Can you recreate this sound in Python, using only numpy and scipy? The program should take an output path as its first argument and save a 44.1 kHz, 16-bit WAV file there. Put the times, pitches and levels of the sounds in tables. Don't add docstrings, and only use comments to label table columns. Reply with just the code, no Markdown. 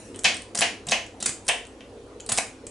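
import sys
import numpy as np
from scipy import signal
from scipy.fft import rfft, irfft
from scipy.io import wavfile
from scipy.ndimage import uniform_filter1d

SR = 44100
rng = np.random.default_rng(int(sys.argv[2]) if len(sys.argv) > 2 else 0)


def field_ratio(decibels):
    return 10 ** (np.asarray(decibels, dtype=float) / 20)


def generate_wav(signal):
    frames = np.transpose(np.atleast_2d(signal))
    scaled = np.clip(frames, -1, 1) * 32767
    pcm = np.round(scaled).astype(np.int16)
    wavfile.write(sys.argv[1], SR, pcm)


N = 119070


def evened(x):
    return x / np.sqrt(np.mean(x ** 2) + 1e-20)


def read(points, hz):
    f, value = np.transpose(points)
    return np.interp(np.log(hz + 1), np.log(f + 1), value)


def add(mix, start_s, sound):
    part = mix[round(start_s * SR):][:len(sound)]
    part += sound[:len(part)]


def resonate(x, hz, width_hz):
    r = np.exp(-np.pi * width_hz / SR)
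    return 2 * signal.lfilter([1 - r], [1, -r * np.exp(2j * np.pi * hz / SR)], x).real


def colour(x, points):
    log_gain = np.log(field_ratio(read(points, abs(np.fft.fftfreq(2048, 1 / SR)))))
    spectrum = np.exp(log_gain - 1j * signal.hilbert(log_gain).imag)
    taps = np.fft.ifft(spectrum).real[:1024]
    return signal.oaconvolve(x, taps)[:len(x)]


def air(points, level_db, patchy_db):
    # frequency in Hz, left-right likeness 0-1.
    likeness = [(60, 0.99), (170, 0.96), (470, 0.99), (1340, 0.5), (3760, 0.35), (10600, 0.81)]
    frames, hz = N // 512 + 5, np.fft.rfftfreq(2048, 1 / SR)
    a, b, c, d, patches = rng.standard_normal((frames, 1025, 5)).T
    patches = uniform_filter1d(patches, size=10, axis=0)
    patches = evened(uniform_filter1d(patches, size=6, axis=1))
    shared = np.clip(read(likeness, hz), -1, 1)[:, None]
    left = a + 1j * b
    right = shared * left + np.sqrt(1 - shared ** 2) * (c + 1j * d)
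    inside = (hz >= points[0][0]) & (hz <= points[-1][0])
    gain = field_ratio(read(points, hz)[:, None] + patchy_db * patches) * inside[:, None]
    noise = signal.istft(np.array([left, right]) * gain, nperseg=2048, noverlap=1536)[1]
    return field_ratio(level_db) * evened(noise[:, :N])


def appliances():
    # frequency in Hz, level in dB per Hz.
    fan = [(82, -52), (140, -19.5), (225, -1.5), (324, 2), (355, -1.5), (459, 3), (604, -8), (1620, -18.5),
           (11000, -32), (14300, -79), (22000, -120)]
    rumble = [(15, -15), (25, -7), (40, 24), (55, -46), (75, -14), (100, 10.5), (125, 0), (160, -19)]
    # frequency in Hz, width in Hz, level in dB rms.
    motor = [(58.9, 2.3, -60), (96.4, 11.2, -57.5), (128.5, 2.1, -66), (267, 11, -61.5), (329.4, 31, -66),
             (449, 71, -59.5)]
    tones = np.zeros(N)
    for hz, width_hz, db in motor:
        tone = resonate(rng.standard_normal(N), hz, width_hz)
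        tones += field_ratio(db) * evened(resonate(tone, hz, width_hz))
    return air(fan, -46, patchy_db=2.5) + air(rumble, -58, patchy_db=0.5) + tones


def earlier_stroke():
    # frequency in Hz, level in dB per Hz.
    spectrum = [(590, -35), (1000, -19), (2730, -2.5), (3170, -17), (7450, -4), (11000, -9), (14300, -38),
                (22000, -120)]
    t60_s = 1
    return air(spectrum, -50.5, patchy_db=4.5) * field_ratio(-60 * np.arange(N) / SR / t60_s)


def knock(peak_db, low_db, pitch, snap_db):
    # frequency in Hz, level in dB, t60 in seconds.
    board_modes = [(545, -1.5, 0.0094), (716, 1, 0.023), (910, -5, 0.0085), (1018, -2, .015),
                   (1447, -4, 0.0058), (1756, 7, 0.0075), (2145, 7.5, 0.0059), (2575, 11.5, 0.0073),
                   (2892, 8.5, 0.0082), (3340, 6, 0.0055), (4160, 9, 0.002)]
    body_db, bloom_s = -1, 0.0013
    low_hz, detune, scatter_rad = 1200, 0.0032, 0.12
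    edge_hz, edge_s, edge_db = 4600, 0.00013, 2.5
    crack_db, crack_t60_s = -10.5, 0.021
    thud_hz, thud_db, thud_t60_s, thud_delay_s = 245, -25, 0.072, 0.05

    t = np.arange(5000) / SR
    hz, mode_db, t60_s = np.transpose(board_modes)[:, :, None]
    low = hz < low_hz
    tune = np.where(low, 1, pitch) + detune * rng.uniform(-1.2, 1, hz.shape)
    phase = np.pi * np.arange(len(hz))[:, None] + scatter_rad * rng.standard_normal(hz.shape)
    modes = field_ratio(mode_db + low_db * low - 60 * t / t60_s) * np.sin(2 * np.pi * hz * tune * t + phase)
    crack = field_ratio(crack_db + snap_db - 60 * t / crack_t60_s) * np.diff(rng.standard_normal(len(t) + 1))
    bloom = (1 - np.exp(-t / bloom_s)) ** 2
    body = field_ratio(body_db) * bloom * (modes.sum(0) / 2 + crack)

    u = t - 2 * edge_s
    tick = -np.sin(2 * np.pi * edge_hz * u) * np.exp(-(u / edge_s) ** 2)
    thud = field_ratio(thud_db - 60 * t / thud_t60_s) * np.sin(2 * np.pi * thud_hz * t)
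    thud *= 1 - np.exp(-t / thud_delay_s)
    return field_ratio(peak_db) * (body + field_ratio(edge_db + snap_db) * tick + thud)


def tear(peak_db, hz, length_s, wide_db):
    # frequency in Hz, gain in dB.
    stalk_colour = [(180, -6), (300, -2.5), (1800, -4.5), (3800, -1.5), (5750, -1), (9300, 1), (11000, -6),
                    (16000, -23.5)]
    snaps_per_s, snap_spread_db = 10000, 3.0
    ring_q, rise_share = 7.2, 0.25
    t = np.arange(2200) / SR
    chance, sign, size = rng.random((3, len(t)))
    size = field_ratio(-snap_spread_db * np.log(size + 0.025))
    clicks = (chance < snaps_per_s / SR) * np.sign(sign - 0.5) * size
    shape = np.minimum(t / (rise_share * length_s), 1) * np.exp(-(t / length_s) ** 3)
    burst = evened(clicks) * shape
    ring = resonate(burst, hz, hz / ring_q) * np.sqrt(SR * ring_q / hz) / 4
    crisp = colour(ring + field_ratio(wide_db) * burst, stalk_colour)
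    return field_ratio(peak_db) * crisp / abs(crisp).max()


def push(peak_db, hz):
    push_s = 0.0055
    t = np.arange(4000) / SR
    u = t / push_s
    return field_ratio(peak_db) * np.e * u * np.exp(-u) * np.sin(2 * np.pi * hz * t)


def celery():
    # start in seconds, peak in dB, colour in Hz, length in seconds.
    ticks = [(0.145, -38, 8500, 0.0064), (0.159, -25, 9500, 0.0027), (0.19, -22.5, 7550, 0.0054),
             (0.2358, -21, 9300, 0.0014), (0.343, -20.5, 8550, 0.0035), (0.368, -20.5, 8600, 0.0012),
             (0.558, -28, 7500, 0.012), (0.873, -35, 7000, 0.012), (0.885, -20, 3630, 0.0053),
             (1.208, -30.5, 3900, 0.013), (1.232, -29.5, 3700, 0.026), (2.33, -30, 5060, 0.083),
             (0.419, -25.5, 8950, 0.0037), (1.063, -31.5, 7360, 0.0039), (1.44, -41, 9200, 0.041),
             (1.4655, -27, 9400, 0.0068), (1.652, -35.5, 4500, 0.0021), (1.667, -35, 8100, 0.0054),
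             (2.199, -31.5, 3200, 0.0062), (2.205, -24.5, 7260, 0.00068), (2.263, -21, 8500, 0.00043),
             (2.264, -33.5, 4230, 0.0033), (2.666, -23.5, 8000, 0.0066), (2.695, -46, 7800, 0.0013)]
    # start in seconds, peak in dB, colour in Hz, length in seconds.
    crunches = [(.2424, -10, 4170, 0.0043), (.548, -18, 8900, 0.0042), (.5525, -12.5, 7460, .004),
                (.553, -22.5, 5860, .005), (.573, -16, 5810, 0.0064), (.5745, -22, 9000, 0.0065),
                (.5872, -10, 9900, 0.0024), (.59, -8, 7400, 0.0029), (.593, -18, 9300, 0.0047),
                (.5972, -15, 7300, 0.0026), (.6082, -4.5, 9800, 0.0022), (.6085, -32, 4500, .002),
                (.6105, -19, 8800, 0.0019), (.8675, -24, 7500, 0.0062), (.8875, -16.5, 7500, 0.0053),
                (.895, -17.5, 5810, 0.0029), (.909, -18.5, 8200, 0.0039), (.9095, -16, 4140, 0.0098),
                (.913, -21, 8800, 0.0028), (.9165, -8.5, 5900, 0.0024), (1.2015, -26.5, 9000, 0.0065),
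                (1.206, -23, 7500, .003), (1.2248, -15, 7400, 0.0049), (1.226, -21, 5900, 0.0081),
                (1.258, -9.5, 8600, 0.0081), (1.261, -11, 5950, 0.0066), (1.275, -21, 7700, 0.017),
                (1.29, -17, 8140, 0.0086), (1.4802, -11, 5630, 0.0036), (1.4855, -8, 8000, 0.0025),
                (1.4872, -10, 9500, 0.007), (2.29, -16, 4170, 0.003), (2.2922, -11, 8270, 0.0048),
                (2.2965, -16, 7650, 0.0049), (2.3185, -11.5, 6640, 0.0026), (2.3205, -9, 9300, 0.0073),
                (2.353, -20, 8050, .002), (2.367, -18, 8700, 0.0033), (2.3715, -26, 5300, 0.0024),
                (2.375, -8.5, 9200, 0.0023), (2.379, -8, 8160, 0.0022), (2.382, -10.5, 5260, 0.0019),
                (2.3845, -10.5, 10500, 0.0034)]
    # start in seconds, peak in dB, pitch in Hz.
    pushes = [
        (.25, -34.5, 176),
        (.548, -45, 195),
        (.588, -35, 185),
        (.868, -38.5, 150),
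        (.888, -40, 168),
        (0.916, -39.5, 227),
        (1.204, -41, 190),
        (1.288, -41, 111),
        (2.289, -37.5, 195),
        (2.321, -36, 120),
    ]
    out = np.zeros(N)
    for rows, level_db, wide_db in ((crunches, -0.3, -2), (ticks, -1.5, -9)):
        for start_s, *row in rows:
            add(out, start_s, field_ratio(level_db) * tear(*row, wide_db))
    for start_s, *row in pushes:
        add(out, start_s, push(*row))
    return out


def kitchen(x):
    # frequency in Hz, t60 in seconds.
    decay = [(150, 0.74), (660, 0.32), (1740, 0.33), (4600, 0.33), (10000, 0.29)]
    # frequency in Hz, side share 0-1.
    side_share = [(100, 0.15), (300, 0.09), (700, 0.37), (2500, 0.41), (4000, 0.51), (9000, 0.37)]
    # delay in seconds, left level in dB, right level in dB.
    echoes = [(.0019, -5, -15), (.0033, -6, -5.5), (.0062, -5.5, -2), (.0083, -8, -9), (.0112, -8.5, -9.5),
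              (.0150, -14.5, -23.5), (.0210, -17, -20)]
    # frequency in Hz, gain in dB.
    wall_colour = [(60, -60), (200, 3.5), (700, -4.5), (1800, 3.5), (3200, 1.5), (5000, -3), (7500, 2.3),
                   (9500, -0.5), (12000, -7)]
    tail_db, tail_rise_s = 4.5, 0.0073

    count = SR // 40
    taps = np.zeros((2, count * 20))
    at = np.arange(count) * 20 + rng.integers(0, 20, (2, count))
    np.put_along_axis(taps, at, rng.choice([-1., 1.], at.shape), 1)
    hz, t, z = signal.stft(taps, SR, nperseg=256)
    side = read(side_share, hz)[:, None] * z[1:]
    z = z[:1] + side * np.array([1, -1])[:, None, None]
    fade = field_ratio(-60 * t / read(decay, hz)[:, None])
    tail = signal.istft(z * fade, SR, nperseg=256)[1]
    tail = tail * np.minimum(np.arange(tail.shape[1]) / SR / tail_rise_s, 1) ** 2
    tail = field_ratio(tail_db) * tail / np.linalg.norm(tail[0])
    for k, (delay_s, left_db, right_db) in enumerate(echoes):
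        i = round(delay_s * SR)
        tail[0, i] += (-1) ** k * field_ratio(left_db)
        tail[1, i + k % 2] += (-1) ** k * field_ratio(right_db)
    return signal.fftconvolve(colour(x, wall_colour)[None], tail, axes=1)[:, :N]


def knife():
    knock_s = [.144, .2461, .55, .6158, .869, .9204, 1.4883, 1.807, 2.2935, 2.3848]
    # peak in dB, low modes in dB, pitch ratio, room in dB, snap of the bare edge in dB.
    knocks = [
        (-32.5, -9, 1.18, -4.5, -10),
        (-7.5, -2, 1.016, 3, 0),
        (-34, 17.5, 1.04, -5, -30),
        (-9, 1.2, 0.98, 1.5, -1.5),
        (-38, 10.5, 0.99, 5, -30),
        (-5, 2, 1.003, -4, -2.8),
        (-9.5, 0, 1.061, 2, -10),
        (-29.5, -6, 1.09, -8.5, -8),
        (-28, 13, 1.03, -3.5, -30),
        (-8, 5, 0.86, -11.5, -5),
    ]
    mix = np.zeros((2, N))
    for start_s, (peak_db, low_db, pitch, room_db, snap_db) in zip(knock_s, knocks):
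        board = np.zeros(N)
        add(board, start_s, knock(peak_db, low_db, pitch, snap_db))
        mix += board + kitchen(field_ratio(2.87 + room_db) * board)
    return mix


def scene():
    background = appliances() + earlier_stroke()
    stalk = celery()
    return background + knife() + stalk + kitchen(field_ratio(-9) * stalk)


def top_cut(x):
    return signal.sosfilt(signal.butter(12, 11170, fs=SR, output="sos"), x)


def record(dry):
    ceiling, cut_hz, shelf_top_hz = 0.85, 11050, 15600
    soft = ceiling * np.tanh(dry / ceiling)
    corners_hz = [cut_hz, cut_hz + 250, cut_hz + 900, shelf_top_hz, shelf_top_hz + 100]
    shelf_db = np.interp(np.fft.rfftfreq(N, 1 / SR), corners_hz, [0, -24, -22, -30, -90])
    limited = irfft(rfft(soft, axis=1) * field_ratio(shelf_db), N, axis=1)
    return top_cut(limited)


dry = scene()
out = record(dry)
generate_wav(out)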